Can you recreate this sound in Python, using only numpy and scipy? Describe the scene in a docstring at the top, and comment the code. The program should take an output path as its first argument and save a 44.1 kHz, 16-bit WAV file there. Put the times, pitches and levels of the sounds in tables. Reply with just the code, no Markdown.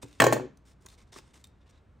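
"""At a desk in a small room, close up: a plastic coffee pod is knocked down, bounces and rocks to rest.
Each hit layers a desk thud, a hollow clack and a plastic crack, and sets pod and desk ringing.
Fingers then slide over the empty cup and pick at its foil lid: skin rubs in tiny slips, nails tick
and fingertips bump softly. A low room rumble lies underneath."""
import sys
import numpy as np
from scipy import signal
from scipy.fft import rfft, irfft, next_fast_len
from scipy.io import wavfile
from scipy.ndimage import uniform_filter1d

SR = 44100
rng = np.random.default_rng(int(sys.argv[2]) if len(sys.argv) > 2 else 0)


def master(y):
    """Save y as 16-bit WAV."""
    cut = np.clip(np.atleast_2d(y).T, -1, 1)
    pcm = np.round(cut * 32767)  # scale
    wavfile.write(sys.argv[1], SR, pcm.astype(np.int16))


N = 88200
T = np.arange(SR * 3 // 4) / SR  # seconds within one event
SHARP_RISE_S, SOFT_RISE_S = .00035, .00081


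def amp(db):
    """Decibels to gain."""
    return 10 ** (np.asarray(db) / 20)


def unit(x):
    """Scale to rms 1."""
    return x / np.sqrt(np.mean(x ** 2) + 1e-20)


def along(points, hz):
    """Read a curve of (Hz, value) points on a log axis."""
    f, v = np.transpose(points)
    return np.interp(np.log(hz + 1), np.log(f + 1), v)


def bells(rows, f):
    """Gain of a bell EQ with (Hz, width in Hz, dB) bands."""
    return amp(sum(db / (1 + (2 * (f - hz) / width) ** 2) for hz, width, db in rows))


def causal(gain):
    """The minimum-phase response with this gain."""
    cepstrum = irfft(np.log(gain))
    n = len(cepstrum)
    return np.exp(rfft(np.r_[cepstrum[0], 2 * cepstrum[1:n // 2]], n))


def filtered(x, response):
    """Run x through a frequency response."""
    n = x.shape[-1]
    padded = next_fast_len(n + 8192)
    return irfft(rfft(x, padded) * response(np.fft.rfftfreq(padded, 1 / SR)), padded)[..., :n]


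def low_cut(x, hz):
    """A gentle high-pass."""
    return signal.sosfilt(signal.butter(2, hz, "high", fs=SR, output="sos"), x)


def fade(t60, rise):
    """Attack and exponential decay, both in seconds."""
    return np.exp(-np.log(1000) * T / t60) * (1 - np.exp(-T / rise))


def ring(hz, t60, rise):
    """One damped vibration."""
    return np.sin(2 * np.pi * hz * T) * fade(t60, rise)


def add(out, start, sound):
    """Mix a sound in at start seconds."""
    part = out[:, max(round(start * SR), 0):][:, :sound.shape[-1]]
    part += sound[..., :part.shape[1]]


# Base stereo spread of the noise layers. Each row: frequency in Hz, side against mid in dB.
STEREO_WIDTH = [(60, -16), (130, -14), (300, -3), (700, -4), (1300, -6), (2500, -11), (4500, -12),
                (9000, -13), (15000, -12)]


def coloured(pair, spectrum, top_hz=SR, width_db=0, peaks=()):
    """Shape two white noises into mid and side of one sound of equal power, dulled above top_hz."""
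    def response(f):
        gain = amp(along(spectrum, f)) * bells(peaks, f) / np.sqrt(1 + (f / top_hz) ** 4)
        width = amp(along(STEREO_WIDTH, f) + width_db)
        power = np.mean(gain ** 2 * (1 + width ** 2))
        return causal(gain) * np.array([np.ones_like(f), width]) / np.sqrt(power)
    mid, side = filtered(pair, response)
    return np.array([mid + side, mid - side])


def noise(spectrum, top_hz=SR, envelope=1, peaks=()):
    """A burst of coloured stereo noise."""
    return coloured(envelope * rng.standard_normal((2, len(T))), spectrum, top_hz, peaks=peaks)


# Tone of the room's rumble. Each row: frequency in Hz, relative level in dB.
RUMBLE_EQ = [(22, -20), (40, -4), (58, 7), (100, -0.5), (160, -7), (330, -13.5), (650, -21), (1100, -22.5),
             (2000, -29.5), (3300, -36), (5000, -43.5), (9000, -47), (11000, -54), (16000, -59.5)]


def room_rumble():
    """A steady bed of low noise."""
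    return amp(-58.5) * coloured(rng.standard_normal((2, N)), RUMBLE_EQ, width_db=-4)


# Tone of the reflections. Each row: frequency in Hz, relative level in dB.
ROOM_EQ = [(90, -18.5), (160, -2), (300, 4.5), (700, -3), (1700, -2), (5000, 0.5), (9000, -1.5),
           (15000, 3.5)]
# Length of the reverb tail. Each row: frequency in Hz, seconds to fall 60 dB.
ROOM_DECAY = [(100, .45), (300, 0.4), (550, .2), (2000, 0.36), (6000, 0.29), (9000, .18), (14000, .16)]


def in_room(x, wet_db):
    """Add early echoes from desk and screen, and the tail of the room."""
    hz, t, bands = signal.stft(noise(ROOM_EQ), SR, nperseg=256)
    decay = np.exp(-np.log(1000) * t / along(ROOM_DECAY, hz)[:, None])
    tail = signal.istft(bands * decay, SR)[1][:, :len(T)]
    tail *= 1 - np.exp(-T / .0026)  # soft onset
    early = noise(ROOM_EQ, envelope=fade(t60=.05, rise=.0047))
    echoes = tail / np.linalg.norm(tail[0]) + amp(-3) * early / np.linalg.norm(early[0])
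    wet = signal.fftconvolve(x.mean(axis=0)[None], echoes, axes=1)[:, :x.shape[1]]
    return x + amp(wet_db) * wet


# Low modes of the desk. Each row: pitch in Hz, relative level in dB, seconds to fall 60 dB.
DESK_MODES = [(121.15, -12.5, 0.29), (142.37, -19, 0.39)]


def desk_boom():
    """The desk's low, slowly swelling answer to a push."""
    return sum(amp(db) * ring(hz, t60, rise=.014) for hz, db, t60 in DESK_MODES)


# Tone of the foil lid. Each row: frequency in Hz, relative level in dB.
LID_EQ = [(100, -8.5), (400, 5), (1100, 0.5), (2500, -0.5), (3700, -2), (6000, -1), (8700, 0),
          (10500, -0.5), (12000, -8.5), (13500, -12), (15200, -9), (16500, -24)]
# Resonances of the empty cup. Each row: centre in Hz, width in Hz, boost in dB.
CUP_PEAKS = [(1070, 130, 6.5), (2080, 120, 3), (3630, 300, 7), (4930, 150, 2.5), (5740, 200, 4),
             (8650, 260, 3)]


def through_cup(pair, spot_hz, spot_width_hz, boost_db, top_hz=SR):
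    """Lid and hollow cup radiate a touch; each touched spot favours its own band."""
    spot = (spot_hz, spot_width_hz, boost_db)
    return coloured(pair, LID_EQ, top_hz, width_db=-5, peaks=CUP_PEAKS + [spot])


# Finger slides. Each row: start in seconds, length in seconds, level in dB, low-pass in Hz, squeak in Hz.
STROKES = [(0.015, 0.026, -50.5, 12500, 8060), (0.049, 0.28, -65, 7850, 2650),
           (0.649, 0.081, -67, 13000, 5180), (0.801, 0.062, -72, 14000, 5410),
           (0.88, .071, -61.5, 11000, 4180), (0.972, 0.065, -65, 7800, 2270),
           (1.064, 0.039, -75, 7030, 4300), (1.117, 0.081, -54, 8400, 5300), (1.199, 0.12, -71, 7030, 8550),
           (1.33, 0.047, -60, 10030, 3000), (1.373, .049, -67.5, 10400, 7800),
           (1.441, 0.022, -66, 7000, 3590), (1.598, 0.037, -75.5, 4010, 3600),
           (1.656, 0.042, -68, 4000, 2800), (1.689, 0.019, -61.5, 9630, 5720),
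           (1.716, 0.083, -72, 4000, 3900)]


def finger_slides():
    """Skin slides in tiny slips and grips unevenly: a grainy, fluttering rub."""
    out = np.zeros((2, N))
    slips_per_s, slip_share = 14000, .17
    attack_s, release_s = .012, .025
    grip_db, grip_s = 2.2, .006
    for start, length, db, top_hz, squeak_hz in STROKES:
        slips = unit(rng.standard_normal((2, len(T))) * (rng.random(len(T)) < slips_per_s / SR))
        hiss = rng.standard_normal((2, len(T)))
        rub = np.sqrt(slip_share) * slips + np.sqrt(1 - slip_share) * hiss
        pressure = np.clip(T / attack_s, 0, 1) * np.clip((length - T) / release_s + .5, 0, 1)
        flutter = unit(uniform_filter1d(rng.standard_normal(len(T)), round(grip_s * SR)))
        rub *= pressure * amp(grip_db * flutter)
        slide = through_cup(rub, squeak_hz, spot_width_hz=250, boost_db=7, top_hz=top_hz)
        add(out, start, amp(db) * slide)
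    return out


# Nails on the lid. Each row: start in seconds, relative level in dB, ring in Hz.
TICKS = [(.025, -49, 8250), (0.031, -46.5, 2540), (.084, -59.5, 6800), (0.128, -54.5, 3930),
         (0.317, -42, 7800), (.572, -57, 6170), (0.822, -64, 7090), (0.861, -44, 6490), (0.8637, -43, 1840),
         (.886, -52, 3760), (.901, -54, 4250), (1.13, -56, 1970), (1.174, -55.5, 5540), (1.186, -47, 3010),
         (1.4401, -54.5, 7890), (1.4417, -45.5, 3690), (1.451, -55, 3670), (1.4707, -56.5, 8860)]


def nail_ticks():
    """A nail snaps on the foil, radiating little below the pitch of its ring."""
    out = np.zeros((2, N))
    for start, db, hz in TICKS:
        snap = rng.standard_normal((2, len(T))) * fade(t60=.01605, rise=SHARP_RISE_S)
        tick = through_cup(snap, hz, spot_width_hz=400, boost_db=10)
        add(out, start, amp(db + 4.5) * low_cut(tick, .6 * hz))
    return out


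# Fingertips on the cup. Each row: start in seconds, level in dB, pitch in Hz.
BUMPS = [(.029, -37, 537), (.040, -34.5, 140), (.051, -42, 299.4), (0.853, -48.5, 440), (.864, -50.5, 1100),
         (1.161, -41.5, 1143), (1.162, -42.5, 371), (1.186, -45.5, 890), (1.239, -58.5, 602)]


def fingertip_bumps():
    """A soft note and a dull puff; the desk booms along until the pod is lifted off it."""
    out = np.zeros((2, N))
    t60, lift_s = .03, .6
    for start, db, hz in BUMPS:
        puff = amp(-2) * noise(CLACK_EQ, top_hz=2 * hz, envelope=fade(t60, SHARP_RISE_S))
        bump = ring(hz, t60, SOFT_RISE_S) + puff
        if start < lift_s:
            bump += amp(7) * desk_boom()
        add(out, start, amp(db) * bump)
    return out


def rim_rocking():
    """The rim's last quick contacts blur into a short buzz."""
    out = np.zeros((2, N))
    start_s, end_s, contacts_per_s = .39, .455, 125
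    for start in np.arange(start_s, end_s, 1 / contacts_per_s):
        add(out, start, amp(-29.5) * ring(hz=374.3, t60=.03, rise=SOFT_RISE_S))
    return out


def thud(hz):
    """A few cycles of the desk top, falling to hz as its higher bending waves arrive first."""
    sweep_depth, sweep_s = .86, .0013
    bent_time = T + sweep_depth * sweep_s * (1 - np.exp(-T / sweep_s))
    pulse = np.sin(2 * np.pi * hz * bent_time) * fade(t60=.013, rise=SOFT_RISE_S)
    return low_cut(pulse, hz=100)  # the small pod radiates little bass


# Tone of the hollow pod when struck. Each row: frequency in Hz, relative level in dB.
CLACK_EQ = [(60, -31), (110, -24.5), (200, -2.5), (330, 2), (600, -2), (1100, -1.5), (1300, -7.5),
            (1750, 0.5), (2050, -11), (3000, -9.5), (5000, -19.5), (16000, -44.5)]


def clack(top_hz):
    """The hollow midrange of a hit on the cup."""
    return noise(CLACK_EQ, top_hz, fade(t60=.03, rise=SHARP_RISE_S))


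# Tone of the plastic's crack. Each row: frequency in Hz, relative level in dB.
CRACK_EQ = [(500, -24.5), (2500, -1.5), (3600, -1), (4400, -1.5), (5300, -4), (6800, 0.5), (8700, -1.5),
            (10200, -7.5), (12000, -7), (13500, -11), (15200, -6), (16500, -16)]


def crack(hz):
    """The plastic's bright edge, with a resonance at hz."""
    width_hz, boost_db = 540, 8.5
    return noise(CRACK_EQ, envelope=fade(t60=.028, rise=.0006), peaks=[(hz, width_hz, boost_db)])


# Modes of pod and desk together. Each row: pitch in Hz, relative level in dB, seconds to fall 60 dB.
BODY_MODES = [(273, -27, 0.31), (338.7, -14, .23), (372.4, -20, 0.29), (440.7, -14, 0.26),
              (479.2, -17.5, .16), (512, -18.5, .19), (561.6, -16.5, 0.12), (666, -15, 0.18),
              (816, -20, 0.26), (849, -20.5, 0.16), (1061, -18.5, .13), (1100, -16, 0.19),
              (1566, -21.5, .18), (1828, -15, 0.15), (2226, -21, .09), (3110, -28, 0.085),
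              (4177, -27.5, .11)]


def body_ring():
    """Pod and desk ring on after a hit, over the desk's boom."""
    return desk_boom() + sum(amp(db) * ring(hz, t60, rise=1 / hz) for hz, db, t60 in BODY_MODES)


# The pod's hits on the desk. Each row: start in seconds, thud level in dB, thud pitch in Hz, clack level
# in dB, clack low-pass in Hz, crack level in dB, crack pitch in Hz, ring level in dB. Levels are relative.
KNOCKS = [(0.2007, -3, 937, -10.5, 4070, -20.5, 4200, -10.5),
          (0.2024, -7, 1707, -12, 3570, -19.5, 8300, -19), (.219, -2, 480, -9.5, 2600, -19, 4200, -10),
          (.24, -4, 610, -14, 1800, -20, 6700, -14.5), (0.2662, 1.5, 419, -12.5, 1522, -23, 6830, -12),
          (.325, -5, 507, -14, 1500, -22.5, 6830, -19), (.33, -15, 530, -22.5, 1800, -23.5, 8850, -25),
          (0.3661, -13, 447, -28, 1560, -50, 4200, -30), (.3975, -23.5, 600, -31.5, 990, -68.5, 4200, -38)]


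def pod_bounces():
    """Each contact throws a thud, a clack and a crack into the room, and rings pod and desk."""
    out = np.zeros((2, N))
    body = body_ring()
    for start, thud_db, thud_hz, clack_db, top_hz, crack_db, crack_hz, ring_db in KNOCKS:
        hit = amp(thud_db + 2.5) * thud(thud_hz) + amp(clack_db) * clack(top_hz)
        hit += amp(crack_db) * crack(crack_hz)
        add(out, start, in_room(hit, wet_db=-7) + amp(ring_db) * body)
    return out


# Dips between the resonances of pod and desk. Each row: centre in Hz, width in Hz, gain in dB.
POD_DIPS = [(101, 7.3, -10), (413, 43, -3.5), (752.6, 100, -3), (1285, 96, -5.5), (1994, 33, -6),
            (3730, 170, -7.5)]
# The pod's stereo position. Each row: frequency in Hz, left over right in dB.
POD_PAN = [(120, 2), (350, 3), (700, -0.5), (2200, -0.5), (5000, -0.5)]


def falling_pod():
    """The pod bounces and rocks to rest, coloured by the desk, its low end leaning left."""
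    def radiation(f):
        pan = amp(along(POD_PAN, f) * np.array([[.5], [-.5]]))
        return causal(bells(POD_DIPS, f)) * pan
    return filtered(pod_bounces() + rim_rocking(), radiation)


def scene():
    """The pod up front and the quiet fingers, over the room's rumble."""
    pod = falling_pod()
    fingers = in_room(finger_slides() + nail_ticks() + fingertip_bumps(), wet_db=-12.5)
    return room_rumble() + fingers + pod


# Phase between the two microphone ports. Each row: frequency in Hz, lead of the left in radians.
PORT_LEAD = [(300, 0), (700, -.5), (1460, -.6), (2400, 0), (8500, 0), (10400, -3.14), (12000, -6.28),
             (13500, -9.42), (15200, -12.57)]


def record(dry):
    """The microphone ports drift apart in phase in the high treble; peaks are capped, the top is cut."""
    def phase_shift(f):
        lead = np.interp(f, *np.transpose(PORT_LEAD))
        return np.exp(.5j * lead * np.array([[1], [-1]]))
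    top_hz = 16400
    capped = np.clip(filtered(dry, phase_shift), -.95, .95)
    return filtered(capped, lambda f: 1 / (1 + (f / top_hz) ** 120))


dry = scene()
out = record(dry)
master(out)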